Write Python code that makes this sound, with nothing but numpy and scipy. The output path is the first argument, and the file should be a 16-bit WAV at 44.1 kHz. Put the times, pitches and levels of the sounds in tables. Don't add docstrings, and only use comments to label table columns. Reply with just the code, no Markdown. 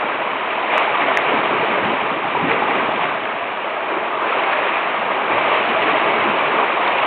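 import sys
import numpy as np
from scipy import signal
from scipy.fft import rfft, irfft
from scipy.io import wavfile
from scipy.ndimage import uniform_filter1d, map_coordinates

SR = 44100
rng = np.random.default_rng(int(sys.argv[2]) if len(sys.argv) > 2 else 0)


def wav_out(sig):
    wavfile.write(sys.argv[1], SR, np.round(np.clip(np.atleast_2d(sig).T, -1, 1) * 32767).astype(np.int16))


N = 311346

# time in seconds, relative levels of rush and of foam in dB.
SURGE = [(0.0, -20.5, -27), (0.45, -22, -27), (0.7, -20.5, -25), (1.3, -17.5, -23), (1.9, -19, -24.5),
         (2.2, -22.5, -27), (2.619, -17.5, -25), (3.25, -23, -28.5), (3.7, -23, -29.5), (4.12, -21.5, -29),
         (4.299, -17.5, -25.5), (4.55, -19, -23), (4.95, -21.5, -25.5), (5.22, -19.0, -26.5),
         (5.45, -18, -22.5), (6.2, -17.0, -22.5), (6.75, -19.0, -24.5), (7.06, -18.5, -22.5)]
# start in seconds, rise in seconds, relative levels of rush and of spray in dB.
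BREAKS = [(0.65, .12, -19.5, -23.5), (0.92, .1, -19, -29), (2.44, .065, -32, -24.5),
          (2.63, .14, -23, -29.5), (2.9, .12, -31, -27.5), (3.81, 0.12, -22, -33.5),
          (5.03, 0.085, -21, -46), (5.26, 0.053, -18, -30), (5.34, 0.041, -20.5, -30),
          (5.45, .09, -28.5, -24), (5.77, .09, -26.5, -24), (6.43, .15, -19.5, -32),
          (6.77, 0.074, -21.5, -30)]
# time in seconds, relative level of the churn in dB.
HEAVE = [(0.0, -42.0), (0.6, -44), (1.05, -45), (1.8, -40), (2.251, -36), (2.701, -33.5), (3.2, -42),
         (3.7, -48.5), (4.3, -46.5), (4.95, -45), (5.8, -39.5), (6.4, -35), (6.7, -44.5), (7.06, -44.0)]


def rush():
    # frequency in Hz, relative level in dB.
    tone = [(50, -42), (120, -26), (230, -6.5), (330, -6), (410, -3), (510, -4), (630, 0.24), (740, -0.5),
            (950, 0.1), (1230, -3), (1450, -9), (2000, -8.5), (3000, -32.5), (4400, -72.5)]
    far = seethe(patch_db=1.0, patch_hz=255, patch_s=0.032, flicker_db=0.54)
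    near = bubbles(297.6, 1595, per_s=1300, spread_db=2.0, cycles=5.2, rise=0.033)
    cloud = white_water(far, near, near_db=-8.0, spectrum=tone)
    heave_db = along(*np.transpose(HEAVE))
    cloud = deepened(cloud, split_hz=1200, lift_db=0.11 * (heave_db + 40.5))
    times, surge_db, _ = np.transpose(SURGE)
    crests = sum(gain_of(db) ** 2 * topple(start, rise_s) for start, rise_s, db, _ in BREAKS)
    level = np.sqrt(gain_of(along(times, surge_db)) ** 2 + crests)
    return gain_of(-1.51) * level * cloud


def foam():
    # frequency in Hz, relative level in dB.
    tone = [(400, -33), (1000, 1.5), (1500, -4.5), (1900, -3), (2350, -0.5), (2750, -4.5), (3100, -9),
            (3550, -15.5), (3800, -17.5), (4000, -28), (4250, -31.5), (4500, -38)]
    far = seethe(patch_db=0.0, patch_hz=387, patch_s=0.022, flicker_db=0.74)
    near = bubbles(1200, 4300, per_s=700, spread_db=1.5, cycles=7.6, rise=0.022)
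    times, _, fizz_db = np.transpose(SURGE)
    spray = sum(gain_of(db) ** 2 * topple(start, rise_s) for start, rise_s, _, db in BREAKS)
    level = np.sqrt(gain_of(along(times, fizz_db)) ** 2 + spray)
    return gain_of(1.34) * level * white_water(far, near, near_db=-12.5, spectrum=tone)


def churn():
    # frequency in Hz, relative level in dB.
    tone = [(20, -43), (45, -23), (70, -9), (105, -6), (160, -2.5), (250, 0.1), (380, 0.5), (520, -4),
            (900, -30), (2000, -66)]
    # start in seconds, relative thump level in dB, bass lift in dB.
    folds = [(0.98, -40, -11), (1.25, -29.5, -5), (1.44, -32, 4.5), (1.63, -33.5, 4), (1.75, -25, -2.5),
             (1.97, -34.5, 0), (2.33, -27.5, 4.5), (2.51, -36, -2), (2.68, -39, 2), (3.86, -33.5, -10),
             (4.97, -39, 10), (5.26, -36.5, 5), (5.62, -37.5, 6), (5.8, -38, 2), (6.17, -34.5, -2),
             (6.42, -39, -10)]
    far = seethe(patch_db=0.0, patch_hz=150, patch_s=0.085, flicker_db=5.4)
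    near = bubbles(105, 514, per_s=300, spread_db=3.5, cycles=2.5, rise=0.066)
    cloud = white_water(far, near, near_db=-7.5, spectrum=tone)
    thumps = [gain_of(db) ** 2 * topple(start, rise_s=0.1) for start, db, _ in folds]
    power = gain_of(along(*np.transpose(HEAVE))) ** 2 + sum(thumps)
    lift_db = sum(thump * bass_db for thump, (_, _, bass_db) in zip(thumps, folds)) / power
    return gain_of(3.5) * np.sqrt(power) * deepened(cloud, split_hz=200, lift_db=lift_db)


def slaps(cycles=1.5, spray_db=-10):
    # start in seconds, relative level in dB, pitch in Hz, spray decay time in seconds.
    hits = [(.7786, -6, 1243, 0.0015), (0.7798, 2, 2270, .001), (1.020, -3.5, 1900, .004),
            (1.113, -7, 1370, .006), (1.1727, 6.5, 1980, .001), (2.509, -5, 1086, 0.004),
            (2.514, -3, 2260, 0.006), (2.562, -9, 2300, .006), (2.708, -3.5, 2100, .005),
            (3.041, -9, 2000, .004), (3.254, -7.5, 2330, .004), (4.532, -5, 1930, .005),
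            (5.881, -6.5, 2310, .006), (6.458, -5, 2030, .005)]
    out, t = np.zeros(N), np.arange(SR // 8) / SR
    for start, db, hz, decay_s in hits:
        band = signal.butter(3, [hz * .65, hz], "band", fs=SR, output="sos")
        hiss = evened(signal.sosfilt(band, rng.standard_normal(len(t))))
        add(out, start, gain_of(db) * bubble(hz, cycles, rise=0.018))
        add(out, start, gain_of(db + spray_db) * hiss * np.exp(-t / decay_s))
    return signal.sosfilt(signal.butter(3, [220, 3400], "band", fs=SR, output="sos"), out)


def gulps(cycles=6, rise=0.034):
    # start in seconds, relative level in dB, pitch in Hz.
    pockets = [(.877, -2, 850), (1.081, -3, 635), (1.532, -12, 412), (1.629, -7.5, 445), (1.775, -10, 427),
               (1.851, -13.5, 206.5), (2.351, -1.5, 914), (2.476, -18, 311), (2.505, -7.5, 447),
               (2.622, 0, 800), (2.75, -11, 378), (3.035, -6, 860), (3.918, -17.5, 396), (3.959, -15, 335),
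               (5.366, -6.5, 586), (5.528, -5.5, 589), (5.879, -7.5, 422), (6.248, -16, 332),
               (6.336, -3.5, 926), (6.562, -5, 1030), (6.878, -8.5, 3480), (6.984, -3.5, 2500)]
    out = np.zeros(N)
    for start, db, hz in pockets:
        add(out, start, gain_of(db) * bubble(hz, cycles, rise))
    return out


def dock_echo(x, predelay_s=0.012):
    # frequency in Hz, time to fall 60 dB in seconds.
    decay_times = [(150, 0.48), (600, 1), (1500, 0.51), (4000, 0.4)]
    hz, t, noise = signal.stft(rng.standard_normal(SR // 2), SR, nperseg=256)
    decay = gain_of(-60 * t / at_hz(decay_times, hz)[:, None])
    tail = signal.istft(noise * decay * (t > predelay_s), SR, nperseg=256)[1]
    return signal.fftconvolve(x, tail / np.linalg.norm(tail))[:N]


def sea():
    # frequency in Hz, relative level in dB.
    tone = [(15, -8), (40, -3.5), (70, -0.5), (120, -1), (300, -20.5), (1000, -60)]
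    return gain_of(-68) * evened(coloured(rng.standard_normal(N), tone))


def bubble(hz, cycles, rise):
    age = np.arange(int(5 * cycles * SR / hz) + 2) * hz / (cycles * SR)
    ring = np.sin(2 * np.pi * cycles * (age + rise * age ** 2 / 2))
    return ring * np.exp(-age) * (1 - np.exp(-age * cycles * 2))


def bubbles(low_hz, high_hz, per_s, spread_db, cycles, rise, sizes=60):
    out = np.zeros(N)
    for hz in np.geomspace(low_hz, high_hz, sizes) * rng.uniform(.97, 1.03, sizes):
        ring = bubble(hz, cycles * rng.uniform(.5, 1.5), rise * rng.uniform(0, 2))
        chance = rng.random(N) * SR * sizes / per_s
        for at in np.flatnonzero(chance < 1):
            strength = gain_of(spread_db * min(-np.log(chance[at]), 4))
            polarity = (-1) ** (at % 2)
            add(out, at / SR, polarity * strength * hz * ring)
    return evened(out)


def seethe(patch_db, patch_hz, patch_s, flicker_db):
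    hz, t, noise = signal.stft(rng.standard_normal(N), SR, nperseg=512, noverlap=384)
    grid = np.meshgrid(hz / patch_hz, t / patch_s, indexing="ij")
    patches = evened(map_coordinates(rng.standard_normal(noise.shape), grid, order=1, mode="wrap"))
    flicker = evened(uniform_filter1d(rng.standard_normal(len(t)), size=5))
    mottled = noise * gain_of(patch_db * patches + flicker_db * flicker)
    return evened(signal.istft(mottled, SR, nperseg=512, noverlap=384)[1][:N])


def white_water(far, near, near_db, spectrum):
    return evened(coloured(far + gain_of(near_db) * near, spectrum))


def topple(start, rise_s, sharpness=9):
    age = np.maximum(np.arange(N) / SR - start, 0) / rise_s
    return (age * np.exp(1 - age)) ** sharpness


def deepened(x, split_hz, lift_db):
    low = irfft(rfft(x) / (1 + (np.fft.rfftfreq(N, 1 / SR) / split_hz) ** 6), N)
    low_share = np.mean(low * x) / np.mean(x * x)
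    lift = gain_of(lift_db)
    return (x + (lift - 1) * low) / np.sqrt(1 + low_share * (lift ** 2 - 1))


def coloured(x, spectrum):
    return irfft(rfft(x) * gain_of(at_hz(spectrum, np.fft.rfftfreq(N, 1 / SR))), N)


def at_hz(points, hz):
    table_hz, values = np.transpose(points)
    return np.interp(np.log(hz + 1), np.log(table_hz + 1), values)


def along(times, values):
    return np.interp(np.arange(N) / SR, times, values)


def gain_of(db):
    return 10 ** (np.asarray(db) / 20)


def evened(x):
    return x / np.sqrt(np.mean(x ** 2) + 1e-20)


def add(mix, start_s, sound):
    part = mix[max(round(start_s * SR), 0):][:len(sound)]
    part += sound[:len(part)]


def low_passed(x, hz):
    taps = signal.firwin(601, hz, window=("kaiser", 9), fs=SR)
    return signal.oaconvolve(x, taps[None], "same")


def scene():
    near = slaps() + gain_of(-6.0) * gulps()
    return (churn() + rush() + foam() + near + gain_of(-10.5) * dock_echo(near) + sea())[None]


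def record(dry, band_hz=4400, limit_db=-3, attack_s=0.0016, recover_db_per_s=300, ceiling=0.72):
    heard = low_passed(dry, band_hz)
    peak_db = 20 * np.log10(abs(heard[0]) + 1e-9)
    recovery_db = np.arange(N) * recover_db_per_s / SR
    held_db = np.maximum.accumulate(peak_db + recovery_db) - recovery_db
    over_db = np.maximum(held_db - limit_db, 0)
    lag = np.exp(-1 / (attack_s * SR))
    ducked = heard / gain_of(signal.lfilter([1 - lag], [1, -lag], over_db))
    return low_passed(np.clip(ducked, -ceiling, ceiling), hz=15800)


dry = scene()
out = record(dry)
wav_out(out)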